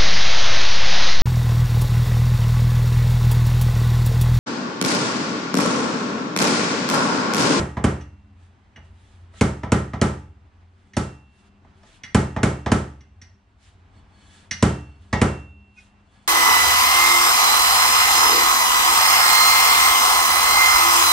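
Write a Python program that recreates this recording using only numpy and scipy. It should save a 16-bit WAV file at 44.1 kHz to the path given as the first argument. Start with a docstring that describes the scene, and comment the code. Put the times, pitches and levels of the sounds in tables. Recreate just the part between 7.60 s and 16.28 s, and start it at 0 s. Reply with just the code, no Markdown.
"""Driving a fork seal at the bench

A split metal seal driver is slid up a fork tube and slammed down on the seal; the fork stands on a wooden bench.
Each slam is a crack of shaped noise with ringing modes, a bench thump and a thin tube ring of decaying sines.
Upstrokes knock duller, the driver clinks and taps when handled: the same means, other colours and modes.
Hands rub on the metal and a finger squeaks, as swelling noise, over the low rumble of a small workshop."""
import sys
import numpy as np
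from scipy import signal
from scipy.io import wavfile

SR = 44100
rng = np.random.default_rng(int(sys.argv[2]) if len(sys.argv) > 2 else 0)


def dump_mix(stems):
    """Bounce the given channels to the path in sys.argv[1] as a 16-bit WAV at rate SR."""
    frames = np.atleast_2d(stems).T  # one column per channel
    limited = np.clip(frames, -1, 1)  # hard clip at full scale
    pcm = np.round(limited * 32767).astype(np.int16)
    wavfile.write(sys.argv[1], SR, pcm)


N = 382655
LEAD = 4410   # samples run before time zero, so that a slam can fall just ahead of the start

# Slams on the seal; levels are relative, each source is trimmed later:
# start_s, blow_db, bench_thump_db, hardness_treble_db, tube_ring_db, leg_knock_db, favoured_pitch_hz
SLAM_CONTACTS = [(-0.07, -8.5, -17.5, -13, -51.5, -10, 6700), (0.24, -13.5, -21, -14.5, -53.5, -23.5, 1200),
                 (1.81, -13, -20, -12, -55.5, -17.5, 2220), (2.119, -13, -20.5, -13.5, -61, -29.5, 1240),
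                 (2.414, -13, -21, -12.5, -61, -15.5, 1220), (3.367, -18.5, -25.5, -10, -47.5, -13, 640),
                 (4.546, -12, -18.5, -12, -48.5, -21.5, 2250), (4.831, -12.5, -21, -12.5, -49, -20, 1570),
                 (5.117, -13, -20.5, -12.5, -62, -15.5, 1575), (7.025, -12, -18, -11.5, -42.5, -20.5, 3100),
                 (7.615, -11, -20, -14.5, -38, -17, 1900)]
# Duller upstroke knocks, same columns
UPSTROKE_CONTACTS = [(0.168, -26.5, -27.5, -24, -62.5, -30.5, 964),
                     (2.033, -28.5, -30.5, -21.5, -67, -16, 960),
                     (2.334, -28.5, -28.5, -21.5, -61, -31, 990),
                     (4.763, -24.5, -26, -22, -61.5, -29.5, 990),
                     (5.061, -21.5, -25.5, -18.5, -67, -26.5, 925),
                     (7.528, -18.5, -21.5, -14, -38, -38, 1930)]
# Driver clinks on the tube, same columns
CLINK_CONTACTS = [(0.4095, -40.5, -65, -11, -75.5, -77, 6160),
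                  (1.1605, -35.5, -54.5, -18.5, -68, -63, 2900), (3.3346, -39, -58, -10, -71, -56, 3040),
                  (4.4351, -27.5, -50.5, -10.5, -75.5, -65, 1960),
                  (5.407, -50.5, -58, -7.5, -71.5, -55, 5560), (5.6157, -40, -57.5, -6.5, -70.5, -54, 5620),
                  (6.9102, -19, -41.5, -4.5, -58.5, -43, 5800)]
# Soft dull taps on the slider, same columns
TAP_CONTACTS = [(1.174, -47, -50, -27, -75, -51, 740), (1.7376, -48, -66, -21, -75, -61, 1280),
                (4.048, -53, -56.5, -25.5, -80, -43, 874), (4.2316, -50.5, -70, -14.5, -75, -63.5, 1590),
                (6.362, -60, -53, -24.5, -75.5, -56, 700)]
# Colour of the dull contacts, upstrokes and taps: pitch_hz, density_db_per_hz
DULL_COLOUR = [(210, -37.5), (350, -2), (646, -2.5), (1020, -1.5), (1190, -5), (1400, -22), (1960, -1),
               (2240, -16.5), (3220, -18), (4190, -27.5), (5780, -24), (9780, -39.5), (11500, -64),
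               (14900, -102), (22000, -120)]
# Modes of the cast slider, rung by slams, upstrokes and taps: pitch_hz, level_db, t60_s, sign
SLIDER_MODES = [(656.6, 0.5, 0.11, 1), (862, -8, 0.24, -1), (970, -1.5, 0.043, 1), (1192.4, -4.5, 0.12, -1),
                (1317, -6, 0.13, 1), (1714, -6, 0.044, -1), (1902, -6, 0.11, 1), (2205, -7.5, 0.14, -1),
                (3092, -3.5, .04, 1), (4490, -10.5, 0.04, -1), (5440, -9, 0.058, 1), (6840, -18.5, .03, -1),
                (7500, -16.5, 0.036, 1), (8160, -19, .03, -1)]


def amp(db):
    """Gain of a level in dB."""
    return 10 ** (np.asarray(db) / 20)


def rms_one(x):
    """Scale to rms 1."""
    return x / np.sqrt(np.mean(x ** 2) + 1e-20)


def at_hz(points, hz):
    """Read a spectrum on a log-frequency axis."""
    table = np.array(points)
    return np.interp(np.log(hz), np.log(table[:, 0]), table[:, 1])


def bands():
    """Third-octave band-passes with their centres, from 25 Hz up."""
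    edges = 25 * 2 ** (np.arange(29) / 3)
    return [(np.sqrt(low * high), signal.butter(2, [low, high], "band", fs=SR, output="sos"))
            for low, high in zip(edges, edges[1:])]


def drift(rate_hz):
    """Slow random wander of spread 1: noise through two equal low-pass poles, drawn every 40 samples."""
    r = np.exp(-80 * np.pi * rate_hz / SR)
    draws = rng.standard_normal(N // 40 + 2002)
    slow = signal.lfilter([1], [1, -2 * r, r * r], draws)[2000:]   # skip the filter's start
    return np.interp(np.arange(N) / 40, np.arange(len(slow)), rms_one(slow))


def stereo(mid, side, hz):
    """One band at the stereo microphone: the side signal sets its width, a level difference its lean."""
    # Stereo width: pitch_hz, side_against_mid_db
    width = [(60, -26), (110, -23.5), (190, -23), (340, -14.5), (610, -5.5), (1090, -1), (1940, -2),
             (3460, -7.5), (6180, 0), (11000, 1)]
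    # Balance: pitch_hz, left_against_right_db
    lean = [(60, 2.5), (110, 6.5), (190, 6.5), (340, -2.5), (610, -0.5), (1090, -1), (1940, -1.5),
            (3460, 0), (6180, -2.5), (11000, 1)]
    wide = amp(at_hz(width, hz)) * side
    half_lean_db = at_hz(lean, hz) / 2
    return np.array([mid + wide, mid - wide]) * amp(half_lean_db * np.array([[1], [-1]]))


def coloured(spectrum, patchy_db):
    """Stereo noise of rms 1, summed from bands that flicker partly together and partly alone."""
    white, together, out = rng.standard_normal((2, 2, N)), drift(8), 0
    for k, (hz, sos) in enumerate(bands()):
        flicker_db = patchy_db * (together + drift(14))
        noise = stereo(*signal.sosfilt(sos, white[k % 2]), hz)
        out = out + amp(at_hz(spectrum, hz) + flicker_db) * noise
    return rms_one(out)


def resonant_noise(peaks):
    """Noise of rms 1 heard through a few narrow resonances, each filtered twice."""
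    out = 0
    for hz, width_hz, db in peaks:
        r = np.exp(-np.pi * width_hz / SR)
        poles = [1, -2 * r * np.cos(2 * np.pi * hz / SR), r * r]
        once = signal.lfilter([1, 0, -1], poles, rng.standard_normal(N))
        out = out + amp(db) * rms_one(signal.lfilter([1, 0, -1], poles, once))
    return rms_one(out)


def strike(rows, levels_db, modes, spread_db, tilt_db=0.0, favoured_hz=1.0):
    """One click train rings every damped mode, with a little chance in each strength; tilt is dB per octave."""
    # the spot that is struck lifts the modes near its favoured pitch
    favour_db, favour_octaves = 6, 0.11
    at = (np.array(rows)[:, 0] * SR).astype(int) + LEAD
    chance_db, out = rng.normal(0, spread_db, (len(rows), len(modes))), 0
    for k, (hz, db, t60, sign) in enumerate(modes):
        spot_db = favour_db * np.exp(-(np.log2(hz / favoured_hz) / favour_octaves) ** 2)
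        mode_tilt_db = tilt_db * np.log2(hz / modes[0][0])
        clicks = np.full(N + LEAD, 1e-18)
        clicks[at] = amp(levels_db + db + spot_db + mode_tilt_db + chance_db[:, k]) * np.sign(sign)
        r, w = amp(-60 / (t60 * SR)), 2 * np.pi * hz / SR
        out = out + signal.lfilter([0, np.sin(w)], [1, -2 * r * np.cos(w), r * r], clicks)
    return out


def cracks(rows, colour, t60):
    """Each contact as a coloured noise burst (near sound) and one clean click of like energy (fills the room)."""
    favour_db, favour_octaves = 4, 0.2   # lift of the near crack around the favoured pitch
    start_s, crack_db, _, treble_db = np.transpose(rows)[:4]
    favoured_hz = np.array(rows)[:, 6:]
    length = 4096   # samples
    burst = rng.standard_normal((2, len(rows), length)) * amp(-60 * np.arange(length) / SR / t60)
    click_size = np.sqrt(np.sum(burst ** 2) / burst[..., 0].size)
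    click = click_size * (np.arange(length) == 0) * np.ones((len(rows), 1))
    hardness_db = (treble_db - treble_db.mean())[:, None]   # a harder contact is brighter above 3 kHz
    near_only = np.array([1, 0])[:, None, None]
    shaped = 0
    for k, (hz, sos) in enumerate(bands()):
        spot_db = favour_db * np.exp(-(np.log2(hz / favoured_hz) / favour_octaves) ** 2) * near_only
        gain = amp(at_hz(colour, hz) + hardness_db * (hz > 3000) + spot_db)
        shaped = shaped + gain * signal.sosfilt(sos, [burst[k % 2], click * (-1) ** k])
    shaped = shaped / np.sqrt(np.mean(shaped[0, :, :512] ** 2))   # rms 1 over the near onsets
    out = np.zeros((2, N + LEAD + length))
    for k, start in enumerate((start_s * SR).astype(int) + LEAD):
        out[:, start:start + length] += amp(crack_db[k]) * shaped[:, k]
    return out[:, :N + LEAD]


def knocks(rows, colour, t60, crack_db, modes, ring_db, tilt_db):
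    """Airborne part of a contact: the crack and the short ring of the struck part; the loose driver bounces twice."""
    chance_db = 3.5   # spread of mode strengths from touch to touch
    table = np.array(rows)
    blow_db, treble_db, favoured_hz = table[:, 1], table[:, 3], table[:, 6]
    tilt = tilt_db + (treble_db - treble_db.mean()) * 0.46   # high modes follow hardness
    ring = strike(table, blow_db + ring_db, modes, chance_db, tilt, favoured_hz)
    for late_s, bounce_db in [(0.005, -1.5), (0.012, -9)]:
        bounce = table[:, :1] + late_s * rng.uniform(0.51, 1.4, (len(table), 1))
        ring += strike(bounce, blow_db + ring_db + bounce_db, modes, chance_db, tilt, favoured_hz)
    return amp(crack_db) * cracks(rows, colour, t60) + ring


def slams():
    """The driver slams on the seal: a short hard crack and the ring of the cast slider."""
    # Slam colour: pitch_hz, density_db_per_hz
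    slam_colour = [(210, -30), (350, 0), (449, -3.5), (973, -9), (1210, -8.5), (1490, -11.5), (2210, -15.5),
                   (2670, -22), (3130, -13.5), (3520, -21), (4190, -23.5), (8330, -19.5), (11500, -36.5),
                   (14900, -75.5), (22000, -120)]
    return knocks(SLAM_CONTACTS, slam_colour, t60=0.063, crack_db=-5.5,
                  modes=SLIDER_MODES, ring_db=-18.0, tilt_db=0.0)


def bench(rows, tilt_db):
    """Contacts knock the fork leg, then thump the bench modes; a softer push favours the low ones."""
    # Bench top and fork leg: pitch_hz, level_db, t60_s, sign
    bench_modes = [(59, -6, 0.4, -1), (71.4, -8.5, 0.93, 1), (82.24, 1.5, 0.38, 1), (101.75, -1.5, 0.35, 1),
                   (117.95, -3.5, 0.49, -1), (134.7, -1.5, 0.49, -1), (154.7, -4.5, 0.4, -1),
                   (175.2, -1, 0.33, 1), (201.6, -4, 0.41, 1), (216.4, -0.5, 0.27, -1),
                   (245.2, 8.5, 0.078, -1), (294.2, -13.5, 0.5, -1), (316, -18, 0.21, 1),
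                   (347.6, -22.5, 0.37, 1), (384.4, -31, .27, 1), (416, -7, 0.055, -1),
                   (436.2, -4.5, 0.093, -1), (493, -22, 0.084, 1), (635, -18, 0.044, -1),
                   (639, -22, 0.24, 1)]
    # Short knock of the fork leg: pitch_hz, level_db, t60_s, sign
    leg_modes = [(208, -4.5, 0.0077, 1), (427, -11, 0.05, -1)]
    bench_delay_s = 0.003045   # the blow needs this long to push through fork and foot
    table = np.array(rows)
    thump = strike(table[:, :1] + bench_delay_s, table[:, 2], bench_modes, 1.0, tilt_db)
    leg_knock = strike(table[:, :1] + 0.0018, table[:, 5], leg_modes, 0.5)
    return signal.sosfilt(signal.butter(2, 1200, fs=SR, output="sos"), thump + leg_knock)


def tube():
    """The long fork tube keeps a thin ring of decaying sines; the next slam or upstroke stops it and starts its own."""
    # Ring of the tube: pitch_hz, level_db, t60_s
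    tube_modes = [(2718, -4, 1.55), (3591, -25, 1.1), (6690, -30, 1.0)]
    grip_s, grip_db_per_s = 7.28, 68.5   # a hand closes round the tube and damps its ring
    t, out = np.arange(N) / SR, np.zeros(N)
    blows = np.sort([row[0] for row in SLAM_CONTACTS + UPSTROKE_CONTACTS] + [N / SR])
    contacts = np.array(SLAM_CONTACTS + UPSTROKE_CONTACTS + CLINK_CONTACTS)
    for start_s, ring_db in contacts[:, [0, 4]]:
        end_s = blows[blows > start_s][0]
        now = (t >= start_s) & (t < end_s)
        age_s = t[now] - start_s
        grip_db = grip_db_per_s * np.maximum(t[now] - grip_s, 0) * (start_s < grip_s < end_s)
        for hz, db, t60 in tube_modes:
            out[now] += amp(ring_db + db - grip_db - 60 * age_s / t60) * np.sin(2 * np.pi * hz * age_s)
    return out * amp([[-1.5], [1.5]])   # leans right


def workshop(near, filling, wet_db, gap_s):
    """Direct sound, one sample earlier on the left, plus a dense noise tail that dies band by band."""
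    # Decay of the room: pitch_hz, t60_s
    room_t60 = [(50, 1), (130, 0.29), (350, 0.36), (920, 0.4), (2430, 0.38), (6400, 0.36)]
    t = np.arange(SR * 3 // 4) / SR
    white, response = rng.standard_normal((2, 2, len(t))), 0
    for k, (hz, sos) in enumerate(bands()[10:]):   # from about 250 Hz up
        tail_db = wet_db - 2.14 * np.log2(hz / 1000) - 60 * t / at_hz(room_t60, hz)
        envelope = amp(tail_db) * (1 - np.exp(-t / gap_s))   # the tail builds up over the gap
        response = response + stereo(*signal.sosfilt(sos, white[k % 2]) * envelope, hz)
    direct = np.array([near[LEAD:], near[LEAD - 1:-1]]) * amp([[-1.2], [1.2]])
    return direct + signal.oaconvolve(filling[None], response, axes=1)[:, LEAD:LEAD + N]


def room_background():
    """Low rumble and drone as resonant noise, and a broad room tone, each following its own level over time."""
    # Room between the knocks: time_s, rumble_db, drone_db, tone_db
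    room_levels = [(0.55, -47, -60, -60), (0.96, -56.5, -64, -57), (1.27, -46.5, -63, -58),
                   (1.65, -49, -66, -54.5), (2.749, -47, -60.5, -59.5), (3.03, -57, -73, -57.5),
                   (3.299, -59.5, -62, -59), (3.749, -75, -65.5, -59), (4.1, -58, -58.5, -56),
                   (4.35, -69, -68.5, -55.5), (5.5, -51, -64.5, -59.5), (5.9, -53.5, -69, -61.5),
                   (6.36, -48, -69, -55), (6.76, -59, -65.5, -54.5), (7.45, -47.5, -60, -57),
                   (8.0, -56, -60, -60.5), (8.3, -58, -66.5, -58), (8.677, -66.5, -67, -57)]
    # Low rumble: pitch_hz, width_hz, level_db
    rumble_peaks = [(62, 17, -6.5), (87.7, 3.1, 1), (101, 5.8, -9.5)]
    # Drone: pitch_hz, width_hz, level_db
    drone_peaks = [(202.9, 9.4, 1.5), (240, 55, -13.5), (283, 11, -9.5), (387, 23, -8)]
    # Room tone: pitch_hz, density_db_per_hz
    tone_colour = [(15, -42), (25, -7), (64, -2), (94, -1.5), (141, -12), (207, -9), (505, -24), (740, -17),
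                   (2270, -27), (2780, -28.5), (8100, -47), (9930, -58), (11000, -66.5), (14300, -91),
                   (22000, -120)]
    time_s, rumble_db, drone_db, tone_db = np.transpose(room_levels)

    def level(db):
        """Gain over time, drawn straight in dB between the points."""
        return amp(np.interp(np.arange(N) / SR, time_s, db))

    rumble = level(rumble_db) * resonant_noise(rumble_peaks)
    drone = level(drone_db) * resonant_noise(drone_peaks)
    tone = level(tone_db) * coloured(tone_colour, patchy_db=0.7)   # nearly steady
    return rumble + drone + tone


def upstrokes():
    """Duller knocks of the upstroke: a longer, softer crack and the slider's ring with its top held down."""
    return knocks(UPSTROKE_CONTACTS, DULL_COLOUR, t60=0.11, crack_db=-4.0,
                  modes=SLIDER_MODES, ring_db=-9, tilt_db=-4.0)


def clinks():
    """The driver clinks on the tube: a light crack and the short ring of its two halves."""
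    # Clink colour: pitch_hz, density_db_per_hz
    clink_colour = [(290, -50.5), (500, -23.5), (1520, -15), (2010, 0.5), (2480, -14), (4530, -15),
                    (5890, -17.5), (6540, -26), (10600, -27.5), (11500, -75.5), (14900, -105),
                    (22000, -120)]
    # Driver halves, damped by the hand: pitch_hz, level_db, t60_s, sign
    driver_modes = [(1260, -19.5, .05, 1), (1820, 0.5, 0.048, -1), (1926, -1.5, 0.028, 1),
                    (2090, 2, 0.057, -1), (2890, -7, 0.097, 1), (3380, -8, 0.079, -1),
                    (3880, -13.5, 0.062, 1), (4600, -25, 0.081, -1), (5560, -4, 0.065, 1),
                    (5680, -8.5, 0.13, -1), (5857, -3, 0.086, 1), (6120, -7, 0.066, -1),
                    (6200, -12, .06, 1)]
    return knocks(CLINK_CONTACTS, clink_colour, t60=0.11, crack_db=-12.0,
                  modes=driver_modes, ring_db=-10, tilt_db=-2.0)


def strokes():
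    """Gains of rub and singing: each stroke swells and fades like a bell curve."""
    # Hands and driver rub along the tube: loudest_s, rise_s, fall_s, rub_db, metal_singing_db
    rub_strokes = [(0.841, .05, 0.06, -70.5, -82), (1.26, 0.033, .04, -66, -84),
                   (1.5, 0.14, 0.13, -63.5, -83), (1.792, 0.044, 0.057, -50, -78.5),
                   (3.3, 0.11, .03, -73.5, -82), (3.8, 0.07, 0.038, -67, -83),
                   (3.87, 0.025, .02, -64.5, -85), (4.179, 0.021, 0.027, -72, -80),
                   (4.33, 0.086, 0.069, -57.5, -74), (6.06, 0.052, 0.073, -60, -82.5),
                   (6.37, 0.036, 0.052, -71, -68.5), (6.6, 0.07, 0.074, -65, -63.5),
                   (6.76, 0.086, 0.086, -54, -61), (7.31, 0.063, .06, -75, -69.5),
                   (7.46, 0.059, 0.12, -68, -75), (8.21, 0.053, 0.082, -59, -85), (8.6, 0.11, .1, -68, -70)]
    rub_floor_db, sing_floor_db = -86.5, -86   # the grip is never quite still
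    t, rub, sing = np.arange(N) / SR, amp(rub_floor_db), amp(sing_floor_db)
    for loudest_s, rise_s, fall_s, rub_db, sing_db in rub_strokes:
        swell = np.exp(-((t - loudest_s) / np.where(t < loudest_s, rise_s, fall_s)) ** 2)
        rub, sing = rub + amp(rub_db) * swell, sing + amp(sing_db) * swell
    return rub, sing


def rubbing():
    """Friction along the tube: broad coloured noise, with the metal singing as resonant noise."""
    # Rub colour: pitch_hz, density_db_per_hz
    rub_colour = [(710, -45), (1200, -16), (1560, -4.5), (1650, -5.5), (2480, -8), (3330, -3.5),
                  (4860, -12.5), (7580, -13), (8250, -14.5), (10400, -18.5), (11500, -36), (14900, -74),
                  (22000, -120)]
    # Metal singing under the rub: pitch_hz, width_hz, level_db
    singing_peaks = [(1680, 35, 0), (2260, 50, -6), (3020, 50, -5), (3410, 45, 0), (4380, 60, -3),
                     (8100, 120, -8)]
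    rub_gain, sing_gain = strokes()
    return rub_gain * coloured(rub_colour, patchy_db=1.5) + sing_gain * resonant_noise(singing_peaks)


def taps():
    """Soft dull taps on the slider: a short dull crack and a little of its ring."""
    return knocks(TAP_CONTACTS, DULL_COLOUR, t60=0.055, crack_db=-6.0,
                  modes=SLIDER_MODES, ring_db=-11.5, tilt_db=-2.5)


def squeak():
    """A finger squeaks on the tube: a short swell of friction noise through a few resonances."""
    # The squeak: loudest_s, half_length_s, level_db
    scuff = (8.192, 0.019, -49.5)
    # Its resonances: pitch_hz, width_hz, level_db
    scuff_peaks = [(1490, 59, -11), (2170, 90, -4), (2494, 60, 4), (5450, 1600, -8)]
    loudest_s, half_s, db = scuff
    late_s = np.arange(N) / SR - loudest_s
    fade = np.where(late_s < 0, (late_s / half_s) ** 2, late_s / half_s / 1.15)   # bell rise, exponential fall
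    return amp(db) * resonant_noise(scuff_peaks) * np.exp(-fade)


def scene():
    """Contacts in the room, bench, tube ring, squeak, rubbing and background."""
    near, filling = slams() + upstrokes() + clinks() + taps()
    thump = bench(SLAM_CONTACTS, tilt_db=2.0)
    thump = thump + bench(UPSTROKE_CONTACTS + CLINK_CONTACTS + TAP_CONTACTS, tilt_db=-2.0)
    room = workshop(near, filling + amp(-8.0) * thump, wet_db=-31.5, gap_s=0.01)
    direct_thump = thump[LEAD:] * amp([[-0.25], [0.25]])
    return room + direct_thump + tube() + squeak() + room_background() + rubbing()


def record(dry):
    """Peaks are rounded by a soft curve, then the top is cut by a steep low-pass."""
    stop_hz = 11650 * 1.15   # 45 dB down from here up
    rounded = 1.8 * np.tanh(dry / 1.8)
    return signal.sosfilt(signal.cheby2(6, 45, stop_hz, fs=SR, output="sos"), rounded)


dry = scene()
out = record(dry)
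dump_mix(out)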